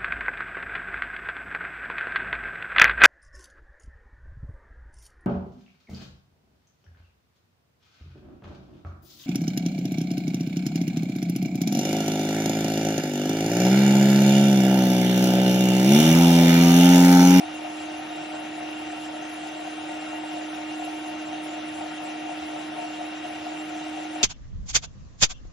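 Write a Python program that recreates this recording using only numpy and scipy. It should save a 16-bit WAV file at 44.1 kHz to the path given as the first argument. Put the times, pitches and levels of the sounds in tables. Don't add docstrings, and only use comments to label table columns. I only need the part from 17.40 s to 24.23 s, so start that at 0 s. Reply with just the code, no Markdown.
import sys
import numpy as np
from scipy import signal
from scipy.fft import rfft, irfft, next_fast_len
from scipy.io import wavfile
from scipy.ndimage import uniform_filter1d, map_coordinates

SR = 44100
rng = np.random.default_rng(int(sys.argv[2]) if len(sys.argv) > 2 else 0)


def unload_wav(signal):
    wavfile.write(
        sys.argv[1],
        SR,
        np.round(np.clip(np.atleast_2d(signal).T, -1, 1) * 32767).astype(np.int16),
    )


N = 301203
TIME = np.arange(N) / SR
FFT_SIZE = next_fast_len(N + SR // 4)
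FREQS = np.fft.rfftfreq(FFT_SIZE, 1 / SR)


def amp(db):
    return 10 ** (np.asarray(db) / 20)


def automation(rows):
    seconds, *columns = np.transpose(rows)
    return [np.interp(TIME, seconds, column) for column in columns]


def spectral_curve(points):
    hz, values = np.transpose(points)
    return np.interp(np.log(FREQS + 1), np.log(hz + 1), values)


def wobble(rate):
    return map_coordinates(rng.standard_normal(int(N * rate / SR) + 4), [TIME * rate])


def hiss():
    spectrum = rng.standard_normal(len(FREQS)) + 1j * rng.standard_normal(len(FREQS))
    return spectrum * np.sqrt(FFT_SIZE * SR) / 2


def to_sound(spectrum):
    return irfft(spectrum, FFT_SIZE)[:, :N]


def mode(hz, width_hz):
    damping = 1j * FREQS * width_hz
    return (damping / (hz * hz - FREQS ** 2 + damping)) ** 2


def ports(left_db, right_db, lead):
    return (amp([left_db, right_db]) * np.exp(.5j * lead * np.array([1, -1])))[:, None]


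def tone(cycles, gains, waver_db, waver_rad):
    waver = amp(waver_db * wobble(14)) * np.exp(1j * waver_rad * wobble(8))
    return np.sqrt(2) * np.real(gains * waver * np.exp(2j * np.pi * cycles))


def add_flutter(sound, at_hz, depth_db):
    hz, _, frames = signal.stft(sound, SR, nperseg=512)
    patches = uniform_filter1d(rng.standard_normal(frames.shape[1:]), size=8, axis=0)
    patches = uniform_filter1d(patches, size=7, axis=1)
    gain_db = np.interp(hz, at_hz, depth_db)[:, None] * patches / patches.std()
    return signal.istft(frames * amp(gain_db), SR, nperseg=512)[1][:, :N]


# time in seconds, rotor speed in Hz, base level of the hum in dB.
ROTOR_DRIFT = [(0.0, 307.8, -40.1), (0.8, 308.02, -39.8), (1.2, 307.9, -39.2), (1.7, 307.76, -40.0),
               (2.2, 308.12, -41.1), (2.7, 308.54, -38.5), (3.3, 308.44, -38.4), (3.8, 308.17, -38.2),
               (4.35, 308.1, -38.5), (4.6, 307.84, -40.0), (5.0, 307.47, -38.9), (5.25, 307.4, -39.7),
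               (6.0, 308.19, -40.3), (6.25, 308.46, -38.6), (6.55, 308.68, -38.4), (6.83, 308.65, -38.3)]
GEAR_PAIRS = [(9, 74), (19, 41), (9, 38)]
def shaft_turns():
    rotor = np.cumsum(automation(ROTOR_DRIFT)[0]) / SR
    ratios = np.cumprod([1] + [pinion / wheel for pinion, wheel in GEAR_PAIRS])
    return rotor * ratios[:, None]


# centre of a push in seconds, rise of the surge in dB.
AUGER_PUSHES = [(.03, 6), (.25, 6), (.52, 4.5), (.76, 5), (.98, 5.5), (1.24, 5.5), (1.53, 4), (1.75, 4),
                (2.04, 3), (2.22, 5.5), (2.49, 4.5), (2.73, 4), (2.97, 5.5), (3.19, 4.5), (3.45, 6),
                (3.69, 4.5), (3.93, 5.5), (4.17, 5), (4.41, 5.5), (4.67, 7.5), (4.89, 7), (5.15, 6.5),
                (5.4, 8.5), (5.61, 6.5), (5.87, 4.5), (6.1, 6.5), (6.36, 3.5), (6.6, 4), (6.81, 6)]
def surge(rest_db=-3, half_length_s=.05):
    return rest_db + sum(db * np.exp(-.5 * ((TIME - s) / half_length_s) ** 2) for s, db in AUGER_PUSHES)


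# frequency in Hz, level in dB per Hz.
AIR_COLOUR = [(20, -104), (60, -96), (120, -89), (380, -89), (950, -83), (990, -86), (1150, -80),
              (1300, -82), (1650, -84), (2020, -86), (2180, -79), (2510, -79), (2575, -90), (2640, -78),
              (3030, -80), (3130, -88), (3300, -78), (3560, -83), (3880, -85), (4250, -87.5), (4700, -89.5),
              (6000, -88), (6450, -93), (6750, -90), (7300, -95), (8100, -102), (9100, -98.5), (10200, -96),
              (10800, -100.5), (11500, -107)]
# pitch in Hz, width in Hz, level in dB per Hz.
AIR_WHISTLES = [(6290, 100, -84), (6890, 100, -87), (7130, 120, -87), (7580, 45, -80.5), (8270, 50, -87),
                (8950, 80, -92), (9650, 60, -92), (11080, 110, -88)]
# frequency in Hz, likeness from 0 (wide) to 1 (mono).
AIR_LIKENESS = [(200, .96), (500, .7), (900, .2), (1700, .4), (2300, .1), (3300, .3), (4100, .92),
                (4800, .2), (5400, .75), (6200, .5), (6600, .1), (11000, .1)]
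def cooling_air():
    spread = np.arccos(np.clip(spectral_curve(AIR_LIKENESS), 0, 1)) / 2
    mid, side = hiss() * np.cos(spread), hiss() * np.sin(spread)
    whistle_power = sum(abs(amp(db) * mode(hz, width)) ** 2 for hz, width, db in AIR_WHISTLES)
    colour = np.sqrt(amp(2 * spectral_curve(AIR_COLOUR)) + whistle_power)
    rush = to_sound(colour * np.array([mid + side, mid - side]))
    return add_flutter(rush, at_hz=[3000, 6000, 7500], depth_db=[1.2, 2.1, 5]) * amp(.046 * surge())


# start in seconds, level in dB before the attack rounds it off, pitch in Hz.
PULP_LANDINGS = [(4.375, -50, 85), (5.01, -51, 75)]
def pulp_thuds(attack_s=.0054, t60_s=.42):
    out, t = np.zeros(N), np.arange(SR // 8) / SR
    for start, db, hz in PULP_LANDINGS:
        envelope = amp(db - 60 * t / t60_s) * (1 - np.exp(-t / attack_s))
        out[round(start * SR):][:len(t)] += envelope * np.sin(2 * np.pi * hz * t)
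    return out


# pitch in Hz, width in Hz, left and right level in dB per Hz,
# left lead in radians.
PANEL_MODES = [(90, 50, -81, -81, .13), (156, 32, -75.5, -75.5, 0), (235, 90, -75.5, -73.5, -.2),
               (335, 42, -68, -65.5, 0), (412, 25, -80, -71, .4), (470, 70, -76, -75, .3),
               (1020, 35, -74, -76, -1.8), (1076, 40, -71, -75, 1.5), (1260, 120, -75, -85, -.8),
               (1332, 45, -72, -71, .8), (1420, 90, -74, -79, -.3), (1530, 70, -73, -75, -.2),
               (1660, 90, -77, -78, -.1), (1770, 90, -77, -77, 0), (1920, 150, -71.5, -76, -.2),
               (2150, 130, -74.5, -82, .1), (2350, 130, -75, -78, -.9), (2500, 110, -76, -77, 2.6),
               (2630, 130, -69, -75, -2.5), (2780, 85, -69.5, -71.5, -.7), (2890, 80, -82, -76, -1.7),
               (2990, 110, -73, -76, 2.5), (3085, 60, -77, -77, -1.6), (3210, 120, -77, -75, -1),
               (3570, 150, -84, -82, -.2), (3740, 130, -79, -79, 0), (3980, 120, -84, -84, 0),
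               (4560, 120, -89, -89, 0), (5040, 300, -87, -94, -.7)]
def housing_ring(turns):
    panels = sum(hiss() * mode(hz, width) * ports(*place) for hz, width, *place in PANEL_MODES)
    mids = (FREQS > 950) & (FREQS < 2300)
    rasp_db = .9 * np.cos(2 * np.pi * (turns[1] - .24)) + .6 * np.cos(2 * np.pi * (3 * turns[1] - .2))
    ring = to_sound(panels * ~mids) + amp(rasp_db) * to_sound(panels * mids)
    return add_flutter(ring, at_hz=[400, 1000, 4000], depth_db=[.3, 1.1, 1.5]) * amp(.22 * wobble(3.77))


# multiple of the rotor speed, left and right base level in dB, left lead in radians.
WHINE_PARTIALS = [(2, -55, -55, 1.4), (3, -58, -63, 2.5), (4, -62, -70, -.7), (5, -67, -68, -.2),
                  (6, -62, -63, .2), (7, -63, -68, .3), (8, -61, -64, 1.5), (9, -55, -57, -1.4),
                  (10, -64, -65, -1.6)]
# time in seconds, swell in dB.
WHINE_SWELLS = [(0, 0), (.2, 1.5), (.45, 0.5), (1.0, 3), (1.2, -5), (1.45, 2), (1.95, -3), (2.2, 2),
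                (2.4, -1), (2.7, 1.5), (3.1, 1), (3.55, 0.5), (3.8, 1.5), (4.1, -1), (4.55, -3), (4.9, -4),
                (5.3, -5), (5.7, 2), (6.0, -3), (6.2, 1.5), (6.6, -7), (6.83, 2)]
def motor(turns, sag_per_db=.096):
    rotor, surge_db = turns[0], surge()
    hum_db = automation(ROTOR_DRIFT)[1] - sag_per_db * (surge_db - surge_db.mean())
    hum = tone(rotor, ports(.066, 3.8, 0), waver_db=.68, waver_rad=.015)
    whine_db = automation(WHINE_SWELLS)[0] + 1
    whine = sum(tone(multiple * rotor, ports(*place), waver_db=3, waver_rad=.32)
                for multiple, *place in WHINE_PARTIALS)
    return amp(hum_db) * hum + amp(whine_db) * whine


# lay shaft 1 or 2, multiple of its speed, left and right level in dB,
# left lead in radians.
GEAR_PARTIALS = [(1, 1, -80, -80, 0), (1, 4, -71, -71, 0), (1, 38, -55, -65, -.3), (2, 9, -66, -66, 0)]
def gear_tones(turns):
    return sum(tone(multiple * turns[round(shaft)], ports(*place), waver_db=1, waver_rad=.17)
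               for shaft, multiple, *place in GEAR_PARTIALS)


def strikes(count):
    return np.diff(np.floor(count), prepend=np.floor(count[0]))


# pitch in Hz, width in Hz, left and right gain in dB,
# left lead in radians.
GEARBOX_MODES = [(559, 58, -13, -6, 1.43), (596, 45.6, -4, -8, 0.63), (638.6, 34.5, -1, -6.5, 1.4),
                 (661, 30, -6, -16, 3), (696.7, 29, -7.5, -11, 1), (728.3, 60.7, 1.5, -2, -0.95),
                 (755.3, 36.6, 3.5, -6, 0.5), (784.8, 37, -6, 0.5, -1.5), (824, 52, -22, -6, -2),
                 (906, 41, -5, -4.5, 0.57)]
# time in seconds, boost or cut in dB.
KNOCK_ACCENTS = [(.03, 2.5), (.519, 4), (.946, 6), (1.052, 5), (1.24, 1), (2.2, 0), (2.733, 2.5),
                 (2.84, 10.5), (2.973, 3.5), (3.187, 2), (3.692, 2), (3.932, 5), (4.172, -1), (4.413, 5),
                 (4.673, -4), (4.921, -5), (5.028, 9), (5.134, 6), (5.161, 5.5), (5.375, -6), (5.429, 6),
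                 (5.617, 1), (5.856, 4), (6.097, 4), (6.575, 4), (6.763, 4.5), (6.816, 1)]
def gearbox(turns, twist_teeth_per_db=.025, twist_lag_s=.03):
    surge_db = surge()
    lay = turns[1] - .2
    runout = np.cos(2 * np.pi * (turns[2] - .4))
    twist = twist_teeth_per_db * np.interp(TIME - twist_lag_s, TIME, surge_db)
    tap_db = -9 + 2.1 * runout + 1.7 * surge_db + .5 * wobble(12)
    taps = amp(tap_db) * strikes(lay * GEAR_PAIRS[1][0] + twist)
    accent_db = sum(db * (abs(TIME - s) < .013) for s, db in KNOCK_ACCENTS)
    knock_db = 9 + 1.8 * runout + .4 * surge_db + accent_db + 1.7 * wobble(37)
    knocks = amp(knock_db) * strikes(lay)
    modes = [mode(hz, width) * ports(*place) for hz, width, *place in GEARBOX_MODES]
    hits = to_sound(rfft(taps + knocks, FFT_SIZE) * sum(modes))
    rattle = to_sound(sum(hiss() * resonance for resonance in modes))
    after_knock = np.cos(2 * np.pi * (lay - .15))
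    rattle_db = -64.4 + .8 * surge_db + 1.2 * runout + 1.8 * after_knock
    return hits + amp(rattle_db) * rattle


def scene():
    turns = shaft_turns()
    drive = motor(turns) + gearbox(turns) + gear_tones(turns)
    return drive + housing_ring(turns) + cooling_air() + pulp_thuds()


def record(dry, top_hz=11530):
    return to_sound(rfft(dry, FFT_SIZE) * (FREQS < top_hz))


dry = scene()
out = record(dry)
unload_wav(out)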